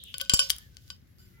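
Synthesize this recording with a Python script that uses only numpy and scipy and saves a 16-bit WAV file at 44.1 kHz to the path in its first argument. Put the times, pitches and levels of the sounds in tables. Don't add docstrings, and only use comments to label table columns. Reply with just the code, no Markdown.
import sys
import numpy as np
from scipy import signal
from scipy.fft import rfft, irfft, next_fast_len
from scipy.io import wavfile

SR = 44100
rng = np.random.default_rng(int(sys.argv[2]) if len(sys.argv) > 2 else 0)


def dump(signal):
    limited = np.clip(np.atleast_2d(signal).T, -1, 1)
    pcm = np.round(limited * 32767).astype(np.int16)
    wavfile.write(sys.argv[1], SR, pcm)


def invert_db(level):
    return 10 ** (np.asarray(level, dtype=float) / 20)


N = 61739

# (frequency [Hz], level [dB per Hz])
ROOM_TONE_COLOUR = [(25, -31), (65, 4), (130, -8), (300, -21), (900, -42.5), (1700, -30.5), (8800, -60),
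                    (13000, -41.5)]
# (frequency [Hz], correlation [-1 to 1])
LIKENESS = [(40, 1), (300, 0.18), (3000, 0.033)]
# (time [s], centre frequency [Hz], level [dB])
SLIDE = [
    (0, 3600, -53),
    (.04, 3513, -54.5),
    (.09, 3170, -50.5),
    (.13, 3130, -59),
    (.2, 2790, -58),
    (.3, 2900, -100),
]
# (time [s], level [dB])
BRUSH = [(0, -75), (.035, -76), (.045, -67), (.13, -67), (.16, -68), (.22, -61), (.28, -71), (.32, -85),
         (.42, -60), (.6, -63.5), (.75, -78), (.82, -69.5), (.92, -71), (.95, -81.5), (1.17, -83),
         (1.2, -74), (1.4, -72.5)]
BRUSH_BAND_HZ = [10000, 15800]
# (time [s], level [dB])
RATTLE = [(0, -70), (.13, -64.5), (.21, -63), (.3, -63), (.42, -36.5), (.52, -56), (.6, -60.5), (.7, -70),
          (.9, -65.5), (1.0, -76.5), (1.17, -77), (1.22, -69), (1.4, -75.5)]
# (frequency [Hz], level [dB per Hz])
RATTLE_COLOUR = [(300, -44), (1800, -21.5), (3100, -3.5), (5200, -5), (7000, -7.5), (9000, -19),
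                 (13000, -17.5), (16600, -34.5)]
# (frequency [Hz], level [dB per Hz])
CONTACT_COLOUR = [(300, -53), (1800, -24.5), (3100, -2), (4800, -2.5), (8500, -9.5), (13000, -14),
                  (14500, -20.5), (16600, -34)]
# (time [s], crack [dB], ring [dB], brightness [dB per octave], left-right [dB])
CLICKS = [(0.0376, -27.5, -87, 17, 9), (.1180, -55, -99, 11, 9), (.1295, -56, -99, 14, 7),
          (0.1313, -51, -99, 3, 0), (0.1824, -25.5, -87, 6.5, 10.5), (0.2142, -18.5, -72, 9.5, 10.5),
          (.2500, -33, -75, -5, 6), (.3435, -11, -49, 14, 8), (0.373, -25.5, -46, 2, 4),
          (.4040, -28, -55, 6, 3), (.4900, -33, -75, 10, -2), (0.4976, -21.5, -56, 2, 12),
          (0.5024, -9.5, -25.5, 1.5, 8.5), (.5160, -40, -57.5, -1.5, -1.5), (.5635, -32, -59.5, 16, 5),
          (0.584, -32, -57, 15, 4), (0.746, -59, -81, -12, 14), (0.769, -35, -84, -7.5, 7.5),
          (0.8794, -47, -86.5, -2.5, 4), (0.918, -51, -90, -5, 5), (0.964, -58.5, -88, 8.5, -3),
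          (1.0800, -63, -92, 16, 0), (1.1850, -52.5, -80, 4.5, -0.2), (1.256, -60, -86.5, -3, 1),
          (1.2870, -60, -88, -15, -4.5)]
LINK_HZ = [4825, 9322, 9390, 8107, 12480, 13050]
# (level [dB], decay t60 [s], left-right [dB])
LINK_MODES = [(1.5, 0.022, -8), (-5.5, 0.062, 7), (-5, 0.019, -1), (-21, .025, 5.5), (-14.5, 0.068, -3),
              (-7.5, 0.036, -5.5)]
# (time [s], crack [dB], bending [dB], twisting [dB], edge [dB])
KNOCKS = [(0.1417, -26.5, -38.5, -51, -49.5), (0.1997, -27, -39.5, -66, -62),
          (0.2071, -27, -40, -57.5, -56.5), (0.2122, -23.5, -43, -55.5, -53.5),
          (0.222, -44, -45.5, -68.5, -63), (0.2588, -54.5, -46.5, -64.5, -55.5),
          (0.2962, -9, -20.5, -35, -24.5), (0.318, -30.5, -40, -52, -50),
          (0.3364, -15.5, -20.5, -22.5, -12.5), (0.3927, -15.5, -18, -21, -17.5),
          (0.5019, -10, -34, -39.5, -32), (0.7688, -49, -60, -66.5, -78), (0.9025, -30, -41.5, -48, -47)]
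# (crack brightness [dB per octave], ring brightness [dB per octave])
HARDNESS = [(-7, -3), (-12.5, -2), (-5, 0), (-5, -8), (-8.5, 2.5), (-6.5, -0.5), (-5, 1.2), (-6.5, -7.5),
            (-4.5, 2.8), (-0.5, 0.9), (-1, 1.8), (-5, -3), (-9, 1)]
JAW_HZ = [3130, 3210]
EDGE_HZ = [5820, 5740, 7195, 7250, 9270]
BENDING_HZ = [1505, 2582, 2986, 2940, 4820, 4852]
TWISTING_HZ = [546, 1134, 3065, 5433, 5490, 9935]
# (level [dB], decay t60 [s], left-right [dB])
JAW_MODES = [(-9.5, 0.044, 2.5), (-9, .015, 3.5)]
EDGE_MODES = [(-15, 0.098, 4), (-13, .025, 2), (-5, 0.11, -0.5), (0.5, 0.041, 1.5), (-17, 0.041, 0)]
BENDING_MODES = [(-8.5, 0.13, -4), (-15.5, 0.06, -4), (-2.5, 0.11, 5), (-7.5, 0.045, -0.5),
                 (0.5, 0.049, 3.5), (-4.5, 0.17, -2)]
TWISTING_MODES = [(-22, .22, 13), (-9.5, 0.071, 14), (2, 0.11, 3.5), (-3, 0.18, -2.5), (-4.5, 0.056, -6.5),
                  (-1, 0.049, -5)]
# (time [s], level [dB])
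DRAG = [(.1, -100), (.25, -82), (.45, -65.5), (.62, -69), (.72, -98), (.91, -67.5), (1.0, -95), (1.18, -85),
        (1.195, -62.5), (1.27, -73.5), (1.4, -90)]
DRAG_HZ = [1500, 2982, 4860, 5810, 7210, 9400, 9920, 12480, 13030]
# (level [dB], decay t60 [s])
DRAG_MODES = [(-4.5, 0.13), (-8, .15), (-1, 0.095), (-17, .1), (-4.5, .1), (-16.5, 0.071), (-15.5, .1),
              (-4.5, .05), (-4, .06)]
# (frequency [Hz], start [s], length [s], level [dB])
FAR = [
    (1709, 0.54, 0.15, -67.5),
    (1382, 1.316, 0.13, -69.5),
    (1515, 0.844, 0.09, -76),
    (2037, 1.336, 0.19, -64.5),
    (2310, 1.33, 0.074, -75),
    (2124, 1.16, 0.15, -80),
    (1810, 0.59, 0.1, -67),
    (896, 1.37, 0.027, -74.5),
    (348, 1.16, 0.22, -72),
    (1540, 0.71, 0.089, -69),
]
# (time [s], level [dB])
SQUEAK = [
    (1.055, -110),
    (1.075, -76),
    (1.2, -77),
    (1.325, -77),
    (1.365, -80),
    (1.38, -110),
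]
# (time [s], frequency [Hz])
SQUEAK_HZ = [
    (1.07, 1355),
    (1.12, 1362),
    (1.15, 1465),
    (1.19, 1515),
    (1.225, 1580),
    (1.25, 1590),
    (1.275, 1535),
    (1.33, 1335),
    (1.375, 1180),
]
# (multiple of the rate, level [dB])
SQUEAK_PARTIALS = [(6, -16), (8, -1.5), (9, -1.5)]

RIGHT_LAG_S = 0.0002
STRIKE_SPREAD_DB, FLUTTER_DB = 1.5, 2.5
OWN_SHARE = 0.47
CRACK_DB, CONTACT_CUT_HZ = -9.5, 1000
SNAP_DB, SNAP_T60_S = 6.5, 0.0017
SHIVER_DB, SHIVER_T60_S = -23, 0.044
CLICK_T60_S, KNOCK_T60_S, KNOCK_LEFT_DB = 0.009, 0.026, 7
THUMP_S, THUMP_DB, THUMP_RIGHT_DB = 0.337, -9.5, -38
THUMP_HZ, THUMP_T60_S = 49, 0.031
THUMP_DROP_HZ, THUMP_DROP_S = 289.7, 0.0013
ROOM_T60_S, ROOM_DB, WALL_CUT_HZ = 0.33, -23.5, 7000


def in_time(rows):
    s, *columns = np.transpose(rows)
    return [np.interp(np.arange(N) / SR, s, column) for column in columns]


def at_hz(points, hz):
    knots_hz, values = np.transpose(points)
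    return np.interp(np.log(hz + 1), np.log(knots_hz), values)


def rms_one(x):
    return x / np.sqrt(np.mean(x ** 2) + 1e-20)


def drift(rate):
    knots = rng.standard_normal(64)
    return np.interp(np.arange(N) / SR * rate, np.arange(len(knots)), knots)


def pair(pan_db):
    return invert_db(np.array([0.5, -0.5]) * np.clip(pan_db, -15, 15))


def at_ears(s):
    return int(s * SR), int((s + RIGHT_LAG_S) * SR)


def filtered(x, order, hz, kind="low"):
    return signal.sosfilt(signal.butter(order, hz, kind, fs=SR, output="sos"), x)


def decay_and_turn(hz, t60):
    return invert_db(-60 / (t60 * SR)), 2 * np.pi * hz / SR


def room_tone():
    out, edges = 0, 24 * 2 ** np.arange(0, 9.6, 0.5)
    white = rng.standard_normal((2, 2, N + SR))
    for k, (low, high) in enumerate(zip(edges, edges[1:])):
        mid, side = filtered(white[k % 2], 2, [low, high], "band")[:, SR:]
        hz = np.sqrt(low * high)
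        alike = at_hz(LIKENESS, hz)
        stereo = np.sqrt(1 + alike) * mid + np.sqrt(1 - alike) * side * [[1], [-1]]
        out = out + invert_db(at_hz(ROOM_TONE_COLOUR, hz) + 2.3 * drift(2.7)) * stereo
    out = filtered(out, 2, 42, "high")
    return invert_db(-56) * rms_one(out) * pair(2.5)[:, None]


def palm():
    hz, db = in_time(SLIDE)
    a, b = filtered(rng.standard_normal((2, 2, N)), 3, 450)
    phase = 2 * np.pi * np.cumsum(hz) / SR
    return invert_db(db + 2.8 * drift(32.94)) * rms_one(a * np.cos(phase) + b * np.sin(phase))


def brush():
    level_db = in_time(BRUSH)[0] + 2.0 * drift(40)
    hiss = filtered(rng.standard_normal((2, N)), 3, BRUSH_BAND_HZ, "band")
    return invert_db(level_db) * rms_one(hiss)


def rattle():
    sizes = invert_db(3.0 * np.minimum(rng.exponential(1, (2, N)), 4))
    struck = rng.random(N) < 6000 / SR
    bursts = signal.lfilter([1], [1, -0.985], sizes * struck) * rng.standard_normal((2, N))
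    colour = invert_db(at_hz(RATTLE_COLOUR, np.fft.rfftfreq(N, 1 / SR)))
    return invert_db(in_time(RATTLE)[0]) * rms_one(irfft(rfft(bursts) * colour, N))


def cracks(s, db, tilt_db, pan_db, t60):
    size = 4096
    out = np.zeros((2, N + 2 * size))
    t, hz = np.arange(size) / SR, np.fft.rfftfreq(size, 1 / SR)
    snap = invert_db(SNAP_DB - 60 * t / SNAP_T60_S)
    shiver = invert_db(SHIVER_DB - 60 * t / SHIVER_T60_S)
    shape = snap + invert_db(-60 * t / t60) + shiver
    octaves = np.log2(np.maximum(hz, 1500) / 4000)
    for j, white in enumerate(rng.standard_normal((len(s), 3, size))):
        colour = invert_db(at_hz(CONTACT_COLOUR, hz) + tilt_db[j] * octaves)
        mixed = np.sqrt(1 - OWN_SHARE) * white[0] + np.sqrt(OWN_SHARE) * white[1:]
        noise = rms_one(irfft(rfft(mixed) * colour, size))
        gains = invert_db(db[j] + CRACK_DB) * pair(pan_db[j])
        for ear, i in enumerate(at_ears(s[j])):
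            out[ear, i:i + size] += gains[ear] * shape * noise[ear]
    return filtered(out[:, :N], 3, CONTACT_CUT_HZ, "high")


def ringing(pitches, modes, s, db, bright_db, pan_db):
    out = np.zeros((2, N))
    chance = rng.standard_normal((len(s), len(modes), 2))
    for k, (hz, (mode_db, t60, side_db)) in enumerate(zip(pitches, modes)):
        blows = np.full((2, N), 1e-18)
        signs = np.array([1, (-1) ** k])
        for j in range(len(s)):
            level_db = db[j] + mode_db + bright_db[j] * np.log2(hz / 4000) + STRIKE_SPREAD_DB * chance[j, k]
            blows[(0, 1), at_ears(s[j])] += invert_db(level_db) * pair(pan_db[j] + side_db) * signs
        r, w = decay_and_turn(hz, t60)
        flutter = invert_db(FLUTTER_DB * np.roll(drift(44), 997 * k))
        out += flutter * signal.lfilter([0.5, 0, -0.5], [1, -2 * r * np.cos(w), r * r], blows)
    return out


def links():
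    s, db, ring_db, tilt_db, pan_db = np.transpose(CLICKS)
    contact = cracks(s, db, tilt_db, pan_db, CLICK_T60_S)
    return contact + ringing(LINK_HZ, LINK_MODES, s, ring_db + 7.5, 0 * s, pan_db)


def handle():
    s, db, bend_db, twist_db, edge_db = np.transpose(KNOCKS)
    tilt_db, bright_db = np.transpose(HARDNESS)
    families = [(JAW_HZ, JAW_MODES, db), (EDGE_HZ, EDGE_MODES, edge_db),
                (BENDING_HZ, BENDING_MODES, bend_db), (TWISTING_HZ, TWISTING_MODES, twist_db)]
    out = cracks(s, db, tilt_db, 0 * s + KNOCK_LEFT_DB, KNOCK_T60_S)
    for hz, modes, level_db in families:
        out = out + ringing(hz, modes, s, level_db, bright_db, 0 * s)
    return out


def room(x):
    size = next_fast_len(N + SR)
    w = 2 * np.pi * np.fft.rfftfreq(size)
    dull = 1 / (1 + 1j * w * SR / (2 * np.pi * WALL_CUT_HZ))
    out = np.zeros((2, len(w)), complex)
    lags = (rng.uniform(0.0068, 0.034, 16) * SR).astype(int)
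    for k, lag in enumerate(lags):
        loop = invert_db(-60 * lag / SR / ROOM_T60_S) * dull * np.exp(-1j * w * lag)
        out[k % 2] += loop / (1 - loop) * (-1) ** (k // 2)
    return irfft(out * rfft(x, size), size)[:, :N]


def drag():
    out, white = 0, rng.standard_normal((2, N))
    for hz, (mode_db, t60) in zip(DRAG_HZ, DRAG_MODES):
        r, w = decay_and_turn(hz, t60)
        out = out + invert_db(mode_db) * rms_one(signal.lfilter([1], [1, -2 * r * np.cos(w), r * r], white))
    return invert_db(in_time(DRAG)[0]) * out


def thump():
    t = np.maximum(np.arange(N) / SR - THUMP_S, 0)
    turns = THUMP_HZ * t + THUMP_DROP_HZ * THUMP_DROP_S * (1 - np.exp(-t / THUMP_DROP_S))
    push = invert_db(THUMP_DB - 60 * t / THUMP_T60_S) * np.sin(2 * np.pi * turns)
    return push * invert_db(np.array([[0], [THUMP_RIGHT_DB]]))


def far_scrape():
    out, t = 0, np.arange(N) / SR
    for (hz, s, length, db), white in zip(FAR, rng.standard_normal((len(FAR), 2, N))):
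        tone = filtered(white, 2, [hz - 20, hz + 20], "band")
        swell = np.sin(np.pi * np.clip((t - s) / length, 0, 1)) ** 0.5
        out = out + invert_db(db) * rms_one(tone) * swell
    return out


def squeak():
    (hz,), (db,) = in_time(SQUEAK_HZ), in_time(SQUEAK)
    phase = 2 * np.pi * np.cumsum(hz * (1 + 0.001 * drift(45))) / SR
    out = 0
    for multiple, partial_db in SQUEAK_PARTIALS:
        out = out + invert_db(db + partial_db + 3.0 * drift(30)) * np.sin(multiple * phase)
    return out * np.array([[1], [0.8]])


def scene():
    steel = handle() + links()
    reverberation = invert_db(ROOM_DB) * room(steel[0])
    contact = rattle() + drag()
    skin = brush() + palm() + squeak()
    return steel + reverberation + contact + skin + thump() + far_scrape() + room_tone()


def band_limit(x):
    return signal.sosfilt(signal.butter(12, 16970, fs=SR, output="sos"), x)


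def record(dry):
    limit = 0.88
    rounded = limit * np.tanh(dry / limit)
    mix = signal.sosfilt(signal.cheby2(12, 70, 17300, fs=SR, output="sos"), rounded)
    return band_limit(mix)


dry = scene()
out = record(dry)
dump(out)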